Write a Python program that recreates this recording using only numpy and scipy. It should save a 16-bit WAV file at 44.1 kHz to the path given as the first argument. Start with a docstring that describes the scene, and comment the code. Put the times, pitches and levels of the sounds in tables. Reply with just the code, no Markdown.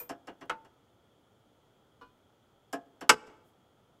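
"""A loose tie rod is swung by hand under a raised car in a quiet, faintly reverberant garage.
A thin high ring dies away first. Until 0.7 s the ball joint ticks and thuds at the end of its play;
at 0.5 s the rod drops on the control arm. At 2 s it taps its upper stop. From 2.7 s the joint knocks
again, and at 3.1 s the rod clanks hard on the subframe. A last knock and a faint scuff follow."""
import sys
import numpy as np
from scipy import signal
from scipy.fft import rfft, irfft
from scipy.io import wavfile

SR = 44100
rng = np.random.default_rng(int(sys.argv[2]) if len(sys.argv) > 2 else 0)


def master(y):
    """Save y as 16-bit WAV."""
    cut = np.clip(np.atleast_2d(y).T, -1, 1)
    pcm = np.round(cut * 32767)  # scale
    wavfile.write(sys.argv[1], SR, pcm.astype(np.int16))


N = 176400
RING_TIME_S = np.arange(round(.4 * SR)) / SR

# noise spectra: (frequency [Hz], relative density [dB])
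AIR_SPECTRUM = [(15, -43), (25, -12), (53, -10), (110, 1), (150, -4), (421, -4.5), (848, -9.5), (1100, -15),
                (1340, -10), (1600, -20), (2770, -25), (3300, -14), (3830, -27), (5700, -31), (6700, -28),
                (7800, -33), (15500, -36)]
SCUFF_SPECTRUM = [(2000, -25), (5000, -8), (12500, 0), (16000, -5)]
# garage tail: (frequency [Hz], level [dB], t60 [s])
GARAGE_REVERB = [(150, -15, .85), (480, -17.5, .78), (850, -24, .62), (1400, -27.5, .6), (3000, -31, .55),
                 (6000, -33, .5), (12000, -37, .38)]
# rod scuffs: (time [s], length [s], level [dB])
SCUFFS = [(.448, .02, -75), (3.415, .13, -78)]
# steel modes: (frequency [Hz], relative level [dB], t60 [s])
PING_MODES = [(484, -50, .28), (1071, -56, .15), (2412, -53, .15), (2450, -51, .11), (13600, -36.5, .17)]
BALL_MODES = [(4818, -58, .09), (5270, -52, .08), (5420, -52, .11), (6961, -55, .08), (7590, -52, .07)]
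ROD_MODES = [(1502, -54, .18), (1906, -53, .12), (2837, -50, .11), (4452, -61, .09), (5959, -60, .08)]
RACK_MODES = [(275, -33.5, .13), (512, -45, .15), (650, -40, .15), (692, -34, .2), (730, -41, .15),
              (829, -43, .14), (1065, -44, .12), (1290, -45, .11), (1636, -42, .14), (1701, -41, .13)]
RACK_CLACK_MODES = [(740, -24, .035), (1660, -41, .05)]
ARM_MODES = [(495, -40, .12), (670, -42, .1), (870, -37, .09), (894, -38, .34), (1292, -29, .08),
             (1400, -34.5, .11), (1464, -37, .11), (2132, -41, .06), (2590, -43, .06), (2930, -42, .06),
             (3230, -45, .06)]
STOP_MODES = [(275, -57, .22), (475, -54, .14), (1002, -49.5, .24), (1160, -56, .15), (1432, -55, .14),
              (1502, -59, .2), (2471, -69, .35), (2934, -64, .21), (4221, -72, .27)]
FRAME_MODES = [(356, -32, .16), (436, -27.5, .19), (491, -29, .16), (665, -31, .11), (861, -19, .11),
               (1002, -24.5, .13), (1161, -22, .11), (1276, -18, .1), (1318, -21, .08), (1410, -20, .08),
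               (1548, -18.5, .09), (2154, -17.5, .07), (2609, -25, .075), (2719, -26, .08),
               (2906, -22, .085), (4977, -25.5, .09), (5389, -30, .1), (7942, -26, .075)]
# dense ringing: (frequency [Hz], relative octave-band level [dB])
PING_SPECTRUM = [(40, -80), (200, -63), (600, -53), (2400, -57), (4000, -63), (10000, -50), (15000, -63)]
TICK_SPECTRUM = [(40, -85), (300, -64), (800, -52), (2500, -55), (3900, -56), (5400, -45.5), (6300, -49),
                 (7400, -45), (9000, -49), (12000, -48), (15500, -63)]
THUD_SPECTRUM = [(40, -84), (190, -52), (320, -42.5), (600, -41), (1000, -40), (1600, -44), (2200, -47.5),
                 (3100, -46), (4000, -59), (14000, -73)]
ARM_SPECTRUM = [(80, -72), (200, -51), (600, -44), (1300, -37), (2400, -39), (4500, -52), (15500, -65)]
STOP_SPECTRUM = [(150, -74), (700, -64), (1200, -53), (2000, -66), (5000, -69), (7000, -79), (14000, -81)]
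FRAME_SPECTRUM = [(70, -57), (130, -44), (220, -34.5), (600, -33), (1300, -26), (2400, -25), (3800, -28),
                  (6500, -26), (12500, -34.5), (15000, -62)]
CRACK_SPECTRUM = [(40, -64), (400, -36), (900, -27), (1400, -21), (2000, -18), (2900, -20), (3800, -23),
                  (6000, -19.5), (8000, -18.5), (10000, -26), (12800, -30), (15000, -54)]
# decay of dense ringing: (frequency [Hz], base t60 [s])
DENSE_T60 = [(100, .2), (300, .18), (600, .17), (1200, .135), (2500, .105), (5500, .108), (12000, .088)]
# joint knocks: (time [s], thud gain [dB], rack gain [dB], rod gain [dB], chatter [s],
# tick gain [dB], tick tilt [dB/octave])
KNOCKS = [(.092, -5, -8, -5, .014, -3, -1.5), (.271, -9, -17, -9, .018, -15, -3.5),
          (.409, -11.5, -20, -11, .018, -20, -3.5), (.647, -23, -34, -22, .008, -27, -3),
          (2.7277, -1.5, -2, -8, .011, 0, 0), (3.009, -7.5, -15, -7, .018, -7.5, -2),
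          (3.268, -20, -32, -18, .03, -21, -5)]
# steel chatter at a hard blow or rebound: (time [s], hold [s], gain [dB], tilt [dB/octave])
CRACKS = [(.4962, .004, -27, -1.5), (3.0926, .009, 1, 0), (3.1005, .002, -10, -1.5)]
# rod blows: (time [s], hold [s], dense t60 scale, gain [dB])
ON_ARM, ON_STOP, ON_FRAME = (.4955, .006, .95, 0), (2.012, .012, 1.2, -2), (3.0926, .005, .95, 0)


def amp(db):
    """Decibels to gain."""
    return 10 ** (np.asarray(db) / 20)


def lookup(table, hz, column=1):
    """Table column, interpolated over log frequency."""
    columns = np.transpose(table)
    return np.interp(np.log(hz + 1), np.log(columns[0] + 1), columns[column])


def add(mix, time_s, sound):
    """Mix a sound in at time_s."""
    part = mix[round(time_s * SR):][:len(sound)]
    part += sound[:len(part)]


def noise(spectrum, size):
    """Shaped noise, rms 1."""
    gain = amp(lookup(spectrum, np.fft.rfftfreq(size, 1 / SR)))
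    x = irfft(rfft(rng.standard_normal(size)) * gain, size)
    return x / x.std()


def grain(size=len(RING_TIME_S)):
    """Random signs: a pattern of countless close modes."""
    return np.sign(rng.random(size) - .5)


def bands(x):
    """Centres and signals of 13 bands that sum to x."""
    centres_hz = np.geomspace(60, 15000, 13)
    hz = np.fft.rfftfreq(len(x), 1 / SR)
    shares = np.array([np.interp(hz, centres_hz, row) for row in np.eye(len(centres_hz))])
    return centres_hz[:, None], irfft(rfft(x) * shares, len(x))


def envelope(hz, hold_s, t60_s, rise_cycles=3.2, max_rise_s=.02, linger_s=.014, linger_hz=450):
    """Rise over a few cycles, hold while parts chatter, decay."""
    rise_s = np.minimum(rise_cycles / hz, max_rise_s)
    fall_start_s = hold_s + linger_s / (1 + (hz / linger_hz) ** 2)  # underbody-floor echoes hold bass
    fall = np.exp(-np.log(1000) / t60_s * np.maximum(RING_TIME_S - fall_start_s, 0))
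    return np.minimum(RING_TIME_S / rise_s, 1) * fall


def ring(modes, hold_s):
    """Separate strong modes of a part, random phases."""
    return sum(amp(db) * envelope(hz, hold_s, t60_s)
               * np.sin(2 * np.pi * (hz * RING_TIME_S + rng.random())) for hz, db, t60_s in modes)


def dense_ring(pattern, spectrum, hold_s, t60_scale=1, tilt_db_per_oct=0):
    """Close modes of a steel assembly; treble dies first."""
    hz = np.maximum(np.fft.rfftfreq(len(pattern), 1 / SR), 30)
    octave_db = lookup(spectrum, hz) + tilt_db_per_oct * np.log2(hz / 6000)
    gain = amp(octave_db) * np.sqrt(SR / 2 / (hz * np.log(2)))  # per octave to per bin
    centres_hz, parts = bands(irfft(rfft(pattern) * gain, len(pattern)))
    t60_s = t60_scale * lookup(DENSE_T60, centres_hz)
    return (parts * envelope(centres_hz, hold_s, t60_s)).sum(0)


def varied(modes, spread_db=3):
    """Each seating of the ball excites the modes differently."""
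    return [(hz, db + spread_db * rng.uniform(-1, 1), t60_s) for hz, db, t60_s in modes]


def air(rms_db=-67):
    """Steady air of the garage."""
    return amp(rms_db) * noise(AIR_SPECTRUM, N)


def garage_reverb(x, build_s=.02, tail_s=.8):
    """Weak diffuse tail, longest and strongest in the bass."""
    hz, parts = bands(grain(round(tail_s * SR)))
    t = np.arange(parts.shape[1]) / SR
    t60_s = lookup(GARAGE_REVERB, hz, column=2)
    shape = (1 - np.exp(-t / build_s)) * np.exp(-np.log(1000) * t / t60_s)
    shape /= np.linalg.norm(shape, axis=1, keepdims=True)
    tail = (parts * amp(lookup(GARAGE_REVERB, hz)) * shape).sum(0)
    return signal.fftconvolve(x, tail)[:N]


def scuffs():
    """The rod rubs lightly: brief swells of hiss."""
    out = np.zeros(N)
    for time_s, length_s, db in SCUFFS:
        size = round(length_s * SR)
        add(out, time_s, amp(db) * np.hanning(size) * noise(SCUFF_SPECTRUM, size))
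    return out


def ping():
    """A small steel part rings out at the start."""
    out = np.zeros(N)
    add(out, 0, ring(PING_MODES, hold_s=0) + dense_ring(grain(), PING_SPECTRUM, hold_s=0, t60_scale=1.5))
    return out


def joint_knocks(tick_hold_s=.003, rack_hold_s=.012, thud_lag_s=.0025, fresh_share=.6):
    """The ball seats with a tick; then the rod rings and the steering rack clacks and thuds."""
    out = np.zeros(N)
    shared_pattern = grain()
    rack = ring(RACK_MODES, rack_hold_s) + ring(RACK_CLACK_MODES, hold_s=0)
    for time_s, thud_db, rack_db, rod_db, chatter_s, tick_db, tilt_db_per_oct in KNOCKS:
        pattern = np.sqrt(1 - fresh_share) * shared_pattern + np.sqrt(fresh_share) * grain()
        tick = dense_ring(pattern[::-1], TICK_SPECTRUM, tick_hold_s,
                          t60_scale=.85, tilt_db_per_oct=tilt_db_per_oct)
        ball = ring(varied(BALL_MODES), tick_hold_s)
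        thud = dense_ring(pattern, THUD_SPECTRUM, chatter_s, t60_scale=.95)
        rod = ring(varied(ROD_MODES), chatter_s)
        add(out, time_s, amp(tick_db) * (tick + ball))
        add(out, time_s + thud_lag_s, amp(thud_db) * thud + amp(rack_db) * rack + amp(rod_db) * rod)
    return out


def rod_strikes(crack_t60_scale=.25):
    """The rod hits control arm, upper stop and subframe; on hard blows steel chatters with a crack."""
    out = np.zeros(N)
    for blow, modes, spectrum in [(ON_ARM, ARM_MODES, ARM_SPECTRUM),
                                  (ON_STOP, STOP_MODES, STOP_SPECTRUM),
                                  (ON_FRAME, FRAME_MODES, FRAME_SPECTRUM)]:
        time_s, hold_s, t60_scale, db = blow
        clank = ring(modes, hold_s) + dense_ring(grain(), spectrum, hold_s, t60_scale)
        add(out, time_s, amp(db) * clank)
    for time_s, hold_s, db, tilt_db_per_oct in CRACKS:
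        crack = dense_ring(grain(), CRACK_SPECTRUM, hold_s, crack_t60_scale, tilt_db_per_oct)
        add(out, time_s, amp(db) * crack)
    return out


def scene():
    """Steel sounds, their reverberation and the air; mono."""
    steel = joint_knocks() + rod_strikes() + ping() + scuffs()
    return (steel + garage_reverb(steel) + air())[None]


def record(dry, ceiling=.7, threshold=.3, duck_db=6, lag_s=.052, recover_db_per_s=35, cutoff_hz=15800):
    """Soft clip; late gain drop and recovery after each overload; low-pass."""
    t = np.arange(N) / SR
    last_overload_s = np.maximum.accumulate(np.where(abs(dry[0]) > threshold, t, -10))
    cut_db = np.maximum(duck_db - recover_db_per_s * (t - last_overload_s), 0)
    clipped = ceiling * np.tanh(dry / ceiling)
    ducked = clipped * amp(-np.interp(t - lag_s, t, cut_db))
    lowpass = signal.firwin(511, cutoff_hz, window=("kaiser", 9), fs=SR)
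    return signal.oaconvolve(ducked, lowpass[None], "same")


dry = scene()
out = record(dry)
master(out)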